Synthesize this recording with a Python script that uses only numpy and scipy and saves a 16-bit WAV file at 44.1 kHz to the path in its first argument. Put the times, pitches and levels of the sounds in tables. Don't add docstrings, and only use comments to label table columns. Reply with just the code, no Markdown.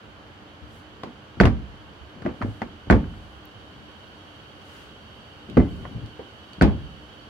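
import sys
import numpy as np
from scipy import signal
from scipy.io import wavfile
from scipy.ndimage import uniform_filter1d

SR = 44100
rng = np.random.default_rng(int(sys.argv[2]) if len(sys.argv) > 2 else 0)


def wrap_up_sound(samples):
    columns = np.atleast_2d(samples).T
    tamed = np.clip(columns, -1, 1)
    steps = np.round(tamed * 32767).astype(np.int16)
    wavfile.write(sys.argv[1], SR, steps)


N = 321734


def from_db(db):
    return 10 ** (np.asarray(db) / 20)


def rms_one(x):
    return x / np.sqrt(np.mean(x ** 2) + 1e-20)


def at_hz(points, hz, axis=1):
    table = np.array(points)
    return np.interp(np.log(hz), np.log(table[:, 0]), table[:, axis])


def panned(db):
    return from_db([[db / 2], [-db / 2]])


def band_pass(x, low_hz, high_hz, order=2):
    shape = signal.butter(order, [low_hz, high_hz], "band", fs=SR, output="sos")
    return signal.sosfilt(shape, x)


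def low_pass(x, top_hz, order):
    return signal.sosfilt(signal.butter(order, top_hz, fs=SR, output="sos"), x)


def correlated_pair(mid, side, correlation):
    alike = np.clip(correlation, -1, 1)
    return np.sqrt(1 + alike) * mid + np.sqrt(1 - alike) * side * [[1], [-1]]


BAND_HZ = 31.25 * 2 ** np.arange(0, 9.5, .5)
# (frequency [Hz], left minus right [dB])
MIC_BALANCE = [(60, -2.5), (300, -1.2), (1500, -.5), (3200, -4), (4700, 3.5), (6500, 14), (14000, 12)]


def noise_bands(likeness):
    white, bands = rng.standard_normal((2, 2, N)), []
    for k, hz in enumerate(BAND_HZ):
        mid, side = band_pass(white[k % 2], hz * 2 ** -.25, hz * 2 ** .25)
        pair = correlated_pair(mid, side, at_hz(likeness, hz))
        bands.append(rms_one(pair) * panned(at_hz(MIC_BALANCE, hz)))
    return bands


# (frequency [Hz], relative density [dB per Hz])
MURMUR_SPECTRUM = [(30, -18), (60, -1.5), (90, 2), (130, -3), (250, -7), (400, -6.5), (900, -10),
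                   (1450, -10), (2000, -17.5), (2900, -18.5), (4000, -26), (5600, -35.5), (8000, -54.5),
                   (16000, -49.5)]
# (frequency [Hz], left-right correlation [-])
MURMUR_LIKENESS = [(60, 0.76), (250, 0.9), (600, 0.56), (1500, -0.16), (4000, 0.31), (12000, -1.4)]


def murmur(level_db=-47):
    out = np.zeros((2, N))
    for hz, band in zip(BAND_HZ, noise_bands(MURMUR_LIKENESS)):
        out += band * np.sqrt(hz) * from_db(at_hz(MURMUR_SPECTRUM, hz))
    return from_db(level_db) * rms_one(out)


def resonant_noise(resonances, likeness):
    out = np.zeros((2, N))
    for hz, width_hz, level_db in resonances:
        white = rng.standard_normal((2, N))
        mid, side = band_pass(white, hz - width_hz / 2, hz + width_hz / 2)
        out += from_db(level_db) * rms_one(correlated_pair(mid, side, likeness))
    return out


# (frequency [Hz], width [Hz], rms level before panning [dB])
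DRONE_RESONANCES = [(100.6, 26, -67.5), (213.7, 22, -60.5), (301.3, 10.3, -58.5)]


def drone():
    return resonant_noise(DRONE_RESONANCES, likeness=0.9) * panned(db=-3.0)


# (time [s], level [dB])
SIZZLE_GROWTH = [(0, -3), (2.8, -0.5), (3.4, 0.6), (4.2, 2.5), (7.3, 3)]


def sizzle_growth_db():
    return np.interp(np.arange(N) / SR, *np.transpose(SIZZLE_GROWTH))


# (frequency [Hz], width [Hz], relative rms level [dB])
SIZZLE_RESONANCES = [(1494, 150, -67), (2828, 226, -62.5), (3043, 120, -59), (3308, 26.5, -65.5),
                     (3802, 81, -70), (4460, 310, -68.5), (5700, 770, -76.5)]


def sizzle(growth_db, level_db=-0.5):
    hiss = resonant_noise(SIZZLE_RESONANCES, likeness=-0.087) * panned(db=-6.0)
    return from_db(level_db + growth_db) * hiss


def rustle(low_hz, high_hz):
    return rms_one(band_pass(rng.standard_normal((2, N)), low_hz, high_hz, order=1)) * panned(db=5.5)


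# (time of peak [s], length [s], hiss level [dB], body level [dB])
BRUSHES = [(.76, 0.065, -68, -65), (2.5, 0.15, -72, -63), (3.2, 0.23, -74, -75), (4.76, 0.13, -86, -54.5),
           (5.76, .18, -72, -64)]


def sleeve(growth_db, rest_db=-76.5):
    t = np.arange(N) / SR
    hiss, body = np.zeros(N), np.zeros(N)
    for s, length_s, hiss_db, body_db in BRUSHES:
        stroke = np.exp(-((t - s) / length_s) ** 2)
        hiss += from_db(hiss_db) * stroke
        body += from_db(body_db) * stroke
    hiss_and_rest = np.hypot(hiss, from_db(rest_db + growth_db))
    return hiss_and_rest * rustle(low_hz=5200, high_hz=11000) + body * rustle(low_hz=800, high_hz=2400)


# (start [s], end [s], rumble level [dB])
SWINGS = [(2.184, 2.333, -44), (3.66, 3.87, -54.5), (5.513, 6.028, -41.5)]


def swing_rumble(low_hz=65, high_hz=260, fade_s=0.049):
    t, motion = np.arange(N) / SR, np.zeros(N)
    for start_s, end_s, level_db in SWINGS:
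        corners_s = [start_s - fade_s, start_s, end_s, end_s + fade_s]
        motion += from_db(level_db) * np.interp(t, corners_s, [0, 1, 1, 0])
    shake = rms_one(band_pass(rng.standard_normal(N), low_hz, high_hz))
    return shake * motion * panned(db=6.5)


def clicks(times_s, sizes):
    out = np.full(N, 1e-18)
    np.add.at(out, np.round(times_s * SR).astype(int), sizes)
    return out


def ring(x, hz, t60_s):
    r = from_db(-60 / (t60_s * SR))
    w = 2 * np.pi * hz / SR
    return signal.lfilter([0, r * np.sin(w)], [1, -2 * r * np.cos(w), r * r], x)


def thin_tick(time_s=3.455, level_db=-38, hz=14000, t60_s=0.0028):
    return ring(clicks(np.array([time_s]), from_db(level_db)), hz, t60_s)


STRIKER_HZ, STRIKER_T60_S = 4530, 0.024
# (time [s], ring [dB], knock [dB], knock pitch [Hz])
BUMPS = [(0.616, -46, -35.5, 79), (1.035, -31, -28, 414), (1.072, -40, -29.5, 240), (2, -56, -40, 73),
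         (2.41, -31, -29, 244), (2.426, -30, -20, 104), (2.447, -27.5, -20, 245), (2.475, -45, -21, 108.6),
         (2.618, -33, -24, 244), (2.636, -35.5, -25.5, 238), (5.489, -35, -40, 257), (5.655, -51, -20, 276),
         (5.947, -37.5, -22.5, 115), (6.024, -35.5, -25.5, 114), (6.192, -34, -48, 400)]
# (time [s], ring [dB], knock [dB], knock pitch [Hz], snap [dB])
CLICKS = [(1.034, -34, -24.5, 1100, -42), (1.454, -19, -17, 2750, -29.5), (1.471, -24.5, -20, 730, -55),
          (2.221, -39.5, -56, 1700, -52.5), (2.416, -31, -19, 1280, -62), (2.423, -28, -32, 1000, -50),
          (2.618, -26.5, -18.5, 780, -47), (3.042, -46, -33, 1570, -70), (3.138, -49, -39, 1350, -70),
          (5.852, -36, -28.5, 1050, -66), (6.193, -50, -24, 503, -70)]
# (time [s], snap [dB], steel ring [dB])
TICKS = [(5.499, -46, -62), (6.061, -51, -64), (6.533, -46.5, -40)]


def light_contacts(click_cut_hz=1800, snap_delay_s=0.00089, bump_cut_ratio=2.04):
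    thuds, clacks, snaps, rings = [], [], [], []
    for s, ring_db, knock_db, hz in BUMPS:
        boom_db = -15.5 * np.log2(hz / 112)
        thuds.append((s, ring_db, boom_db, bump_cut_ratio * hz, knock_db, hz))
    for s, ring_db, knock_db, hz, snap_db in CLICKS:
        clacks.append((s, ring_db, click_cut_hz, knock_db, hz))
        snaps.append((s + snap_delay_s, snap_db))
    for s, snap_db, ring_db in TICKS:
        snaps.append((s, snap_db))
        rings.append((s, ring_db, STRIKER_HZ, STRIKER_T60_S))
    return thuds, clacks, snaps, rings


# (time [s], level [dB], cabin boom [dB], panel pitch [Hz], contact cut-off [Hz], latch [dB],
# latch lead [s], latch spring [dB], spring t60 [s])
OPENINGS = [(2.261, -13.5, -8.5, 357, 740, -7.5, 0.00029, -35, 0.02),
            (5.579, -0.5, -1.5, 267, 420, 0, .008, -37, 0.22)]
# (delay [s], ring [dB], cabin boom [dB], knock [dB], ratio to panel pitch [-])
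POP_THUDS = [(-.0095, -11.5, -2.5, -8.5, 0.577), (0, -13.5, -5.5, -2, 0.94), (.008, -37, 2, -9.5, .72),
             (.023, -20, -7, -18, 0.97)]
# (delay [s], ring [dB], knock [dB], ratio to panel pitch [-])
POP_CLACKS = [(0, -25, -18, 4.8), (.002, -25.5, -7, 1.734), (.030, -34, -29.5, 7.3)]


def opening_contacts(clack_cut_hz=1670, snap_db=-51, spring_hz=2055, striker_db=-42):
    thuds, clacks, snaps, rings = [], [], [], []
    for s, db, boom_db, panel_hz, cut_hz, latch_db, lead_s, spring_db, spring_t60_s in OPENINGS:
        release_s = s - lead_s
        for delay_s, ring_db, depth_db, knock_db, ratio in POP_THUDS:
            thuds.append((s + delay_s, db + ring_db, boom_db + depth_db, cut_hz,
                          db + knock_db, panel_hz * ratio))
        for delay_s, ring_db, knock_db, ratio in POP_CLACKS:
            clacks.append((release_s + delay_s, latch_db + ring_db, clack_cut_hz,
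                           latch_db + knock_db, panel_hz * ratio))
        snaps.append((release_s, db + snap_db))
        rings.append((s, spring_db, spring_hz, spring_t60_s))
        rings.append((release_s, db + striker_db, STRIKER_HZ, STRIKER_T60_S))
    return thuds, clacks, snaps, rings


PAWL_DELAY_S, SHUDDER_DELAY_S = .010, .0175
BED_RING_DB, BED_KNOCK_DB, BED_CUT_HZ = -16.5, -5, 550
BED_CLACK_DB, BED_CLACK_CUT_HZ, BED_CLACK_KNOCK_DB, BED_CLACK_HZ = -20.5, 2400, -27, 1310
SETTLE_LOSS_DB, SETTLE_BOOM_DB, SETTLE_PITCH_RATIO = 3, 7, .86
# (time [s], level [dB], cabin boom [dB], time to bed into the seals [s], time to settle [s],
# panel pitch [Hz], shudder [dB], shudder pitch [Hz], latch [dB], pawl snap [dB], striker ring [dB],
# air puff [dB])
SLAMS = [(1.401, -0.5, 0, .034, 0.068, 129, -5.5, 63, -1, -28.5, -21.5, -22),
         (2.900, 0, -2.5, .025, 0.052, 234, -4.5, 117, -1, -31.5, -53, -18.5),
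         (6.612, -0.5, -1, .019, .063, 234, -3.5, 295, -4.5, -24.5, -27.5, -10)]
# (delay [s], ring [dB], cabin boom [dB], contact cut-off [Hz], knock [dB], knock pitch [Hz])
CATCH_THUDS = [(-.029, -35, 2, 300, -37, 107), (.001, -16, -2, 970, -5.5, 197),
               (.008, -16, 3, 800, -7, 345)]
# (delay [s], ring [dB], contact cut-off [Hz], knock [dB], knock pitch [Hz])
CATCH_CLACKS = [(0, -15.5, 3030, -3.5, 1510), (.0095, -21, 3500, -10, 652)]


def slam_contacts():
    thuds, clacks, snaps, rings = [], [], [], []
    for (s, db, boom_db, bed_s, settle_s, panel_hz, shudder_db, shudder_hz,
         latch_db, snap_db, striker_db, _) in SLAMS:
        for delay_s, ring_db, depth_db, cut_hz, knock_db, hz in CATCH_THUDS:
            thuds.append((s + delay_s, db + ring_db, boom_db + depth_db, cut_hz, db + knock_db, hz))
        bed = (bed_s, db, boom_db, panel_hz)
        shudder = (bed_s + SHUDDER_DELAY_S, db + shudder_db, boom_db, shudder_hz)
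        settle = (settle_s, db + shudder_db - SETTLE_LOSS_DB, boom_db + SETTLE_BOOM_DB,
                  panel_hz * SETTLE_PITCH_RATIO)
        for delay_s, push_db, depth_db, hz in (bed, shudder, settle):
            thuds.append((s + delay_s, push_db + BED_RING_DB, depth_db, BED_CUT_HZ,
                          push_db + BED_KNOCK_DB, hz))
        for delay_s, ring_db, cut_hz, knock_db, hz in CATCH_CLACKS:
            clacks.append((s + delay_s, latch_db + ring_db, cut_hz, latch_db + knock_db, hz))
        clacks.append((s + bed_s, latch_db + BED_CLACK_DB, BED_CLACK_CUT_HZ,
                       latch_db + BED_CLACK_KNOCK_DB, BED_CLACK_HZ))
        snaps.append((s + PAWL_DELAY_S, snap_db))
        rings.append((s, striker_db, STRIKER_HZ, STRIKER_T60_S))
    return thuds, clacks, snaps, rings


def die_away(energy, t60_s):
    return signal.lfilter([1], [1, -10 ** (-6 / (t60_s * SR))], energy)


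def puffs(t60_s=0.37, top_hz=80):
    s, *_, puff_db = np.transpose(SLAMS)
    lumps = low_pass(rng.standard_normal((2, N)), top_hz, order=2)
    gust = np.sqrt(die_away(clicks(s, from_db(puff_db) ** 2), t60_s))
    return rms_one(lumps) * uniform_filter1d(gust, size=200)


def force(level_db, cut_hz, hz):
    return from_db(level_db) / np.sqrt(1 + (hz / cut_hz) ** 4)


def thud_force(thuds, hz, boom_hz=150):
    _, level_db, boom_db, cut_hz, _, _ = np.transpose(thuds)
    depth = 1 / (1 + (hz / boom_hz) ** 4)
    return force(level_db + boom_db * depth, cut_hz, hz)


def latch_force(clacks, hz):
    _, ring_db, cut_hz, _, _ = np.transpose(clacks)
    return force(ring_db, cut_hz, hz)


# (frequency [Hz], lead [rad])
LEFT_LEAD = [(50, 1.4), (130, 0.98), (240, 0.5), (700, 0.89), (1500, -0.85), (4500, 1.2)]


def struck_modes(blows, sizes_at, modes, level_db, scatter_db):
    times_s, n, out = np.array(blows)[:, 0], np.arange(N), np.zeros((2, N))
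    scatter = scatter_db * rng.standard_normal((len(blows), len(modes)))
    for k, (hz, mode_db, t60_s) in enumerate(modes):
        sizes = sizes_at(blows, hz) * from_db(level_db + mode_db + scatter[:, k])
        left = ring(clicks(times_s, sizes), hz, t60_s)
        lag_samples = at_hz(LEFT_LEAD, hz) * SR / (2 * np.pi * hz)
        out += [left, np.interp(n - lag_samples, n, left)]
    return out


def knocks(blows, cycles, rise_cycles):
    out, t = np.zeros((2, N)), np.arange(SR // 3) / SR
    for s, *_, knock_db, hz in blows:
        at, turns = round(s * SR), hz * t
        swing = from_db(knock_db - 60 * turns / cycles) * (1 - np.exp(-turns / rise_cycles))
        lag_rad = [[0], [at_hz(LEFT_LEAD, hz)]]
        out[:, at:at + len(t)] += swing * np.sin(2 * np.pi * turns - lag_rad)
    return out * panned(db=-0.5)


def pings(rings):
    return sum(ring(clicks(np.array([s]), from_db(db)), hz, t60_s) for s, db, hz, t60_s in rings)


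# (frequency [Hz], relative level [dB], t60 [s])
LATCH_MODES = [(690, 6, 0.03), (996, -7, 0.035), (1310, -30.5, 0.11), (1490, -5.5, 0.015),
               (1496, -13.5, 0.065), (1780, 2.5, 0.027), (1950, -0.5, 0.034), (2690, -17, 0.042),
               (4280, -7.5, 0.024)]


def steel(clacks, rings, top_hz=5200):
    sound = struck_modes(clacks, latch_force, LATCH_MODES, level_db=-3.5, scatter_db=1.0)
    sound += knocks(clacks, cycles=23.6, rise_cycles=0.44) + pings(rings)
    return low_pass(sound, top_hz, order=4)


# (frequency [Hz], t60 [s])
YARD = [(50, 1.0), (200, 0.73), (600, 0.25), (2000, 0.27), (6000, 0.1), (14000, .16)]


def wash_energy(times_s, sizes, wash, hz, yard_db):
    energy = clicks(times_s, (sizes * from_db(at_hz(wash, hz))) ** 2)
    struck_part = die_away(energy, at_hz(wash, hz, axis=2))
    yard = die_away(energy, at_hz(YARD, hz))
    return struck_part + from_db(yard_db) ** 2 * yard


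# (frequency [Hz], relative level [dB per half octave], t60 [s])
DOOR_WASH = [(35.2, -85, 0.33), (56.3, -2, 0.16), (119, -11, 0.37), (247, -4, 0.21), (505, -11.5, 0.24),
             (990, -9, 0.22), (2450, -11, 0.3), (12000, -28, .1)]
# (frequency [Hz], relative level [dB per half octave], t60 [s])
LATCH_WASH = [(300, -12, 0.099), (713, -3, 0.052), (1500, -6.5, 0.098), (2140, -5, 0.07),
              (3400, -27.5, 0.14), (4800, -29, 0.067), (7000, -98, 0.058), (14000, -27, .07)]
# (frequency [Hz], relative level [dB per half octave], t60 [s])
SNAP_WASH = [(1000, -50, 0.0066), (3320, 17, 0.003), (5030, -2, 0.0041), (7800, -12, 0.017),
             (14000, -25, 0.021)]
# (frequency [Hz], left-right correlation [-])
BLOW_LIKENESS = [(50, 0.46), (130, 0.96), (280, 0.96), (600, 0.38), (1500, 0.034), (3500, -0.32),
                 (12000, -0.63)]


def wash(thuds, clacks, snaps):
    out = np.zeros((2, N))
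    thud_s, clack_s = np.array(thuds)[:, 0], np.array(clacks)[:, 0]
    snap_s, snap_db = np.transpose(snaps)
    for hz, band in zip(BAND_HZ, noise_bands(BLOW_LIKENESS)):
        energy = wash_energy(thud_s, thud_force(thuds, hz), DOOR_WASH, hz, yard_db=-13.5)
        energy += wash_energy(clack_s, latch_force(clacks, hz), LATCH_WASH, hz, yard_db=-14.5)
        energy += wash_energy(snap_s, from_db(snap_db), SNAP_WASH, hz, yard_db=-19.0)
        swell = np.exp(-4 * min(hz, 1200) / SR)
        out += band * signal.lfilter([1 - swell], [1, -swell], np.sqrt(energy))
    return out


# (frequency [Hz], relative level [dB], t60 [s])
DOOR_MODES = [(44, -22.5, 0.97), (54, -18, 0.34), (74.8, -10, 0.41), (106.4, -23, 0.29), (124.1, -9, 0.35),
              (144.2, -14.5, 0.73), (179.2, -12, 0.22), (199.7, -8, 0.32), (233.1, -3.5, 0.27),
              (276.4, -4, 0.19), (306, -5.5, 0.13), (343.2, -10.5, 0.15), (430.3, -11.5, 0.22),
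              (507, -16.5, 0.35), (530, -38, .18), (657, -23, 0.4), (723, -36, 0.062), (889, -10.5, 0.25)]


def door():
    groups = zip(slam_contacts(), opening_contacts(), light_contacts())
    thuds, clacks, snaps, rings = [slam + opening + light for slam, opening, light in groups]
    out = struck_modes(thuds, thud_force, DOOR_MODES, level_db=-2.5, scatter_db=2.0)
    out += wash(thuds, clacks, snaps)
    out += knocks(thuds, cycles=19.1, rise_cycles=0.56)
    return out + steel(clacks, rings) + puffs()


def scene():
    growth_db = sizzle_growth_db()
    background = drone() + sizzle(growth_db) + murmur() + sleeve(growth_db)
    return background + swing_rumble() + thin_tick() + door()


def record(dry, bass_cut_hz=40, top_cut_hz=15900):
    thin = signal.sosfilt(signal.butter(6, bass_cut_hz, "high", fs=SR, output="sos"), dry)
    limited = thin / (1 + thin ** 6) ** (1 / 6)
    return signal.sosfilt(signal.ellip(10, .1, 80, top_cut_hz, fs=SR, output="sos"), limited)


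dry = scene()
out = record(dry)
wrap_up_sound(out)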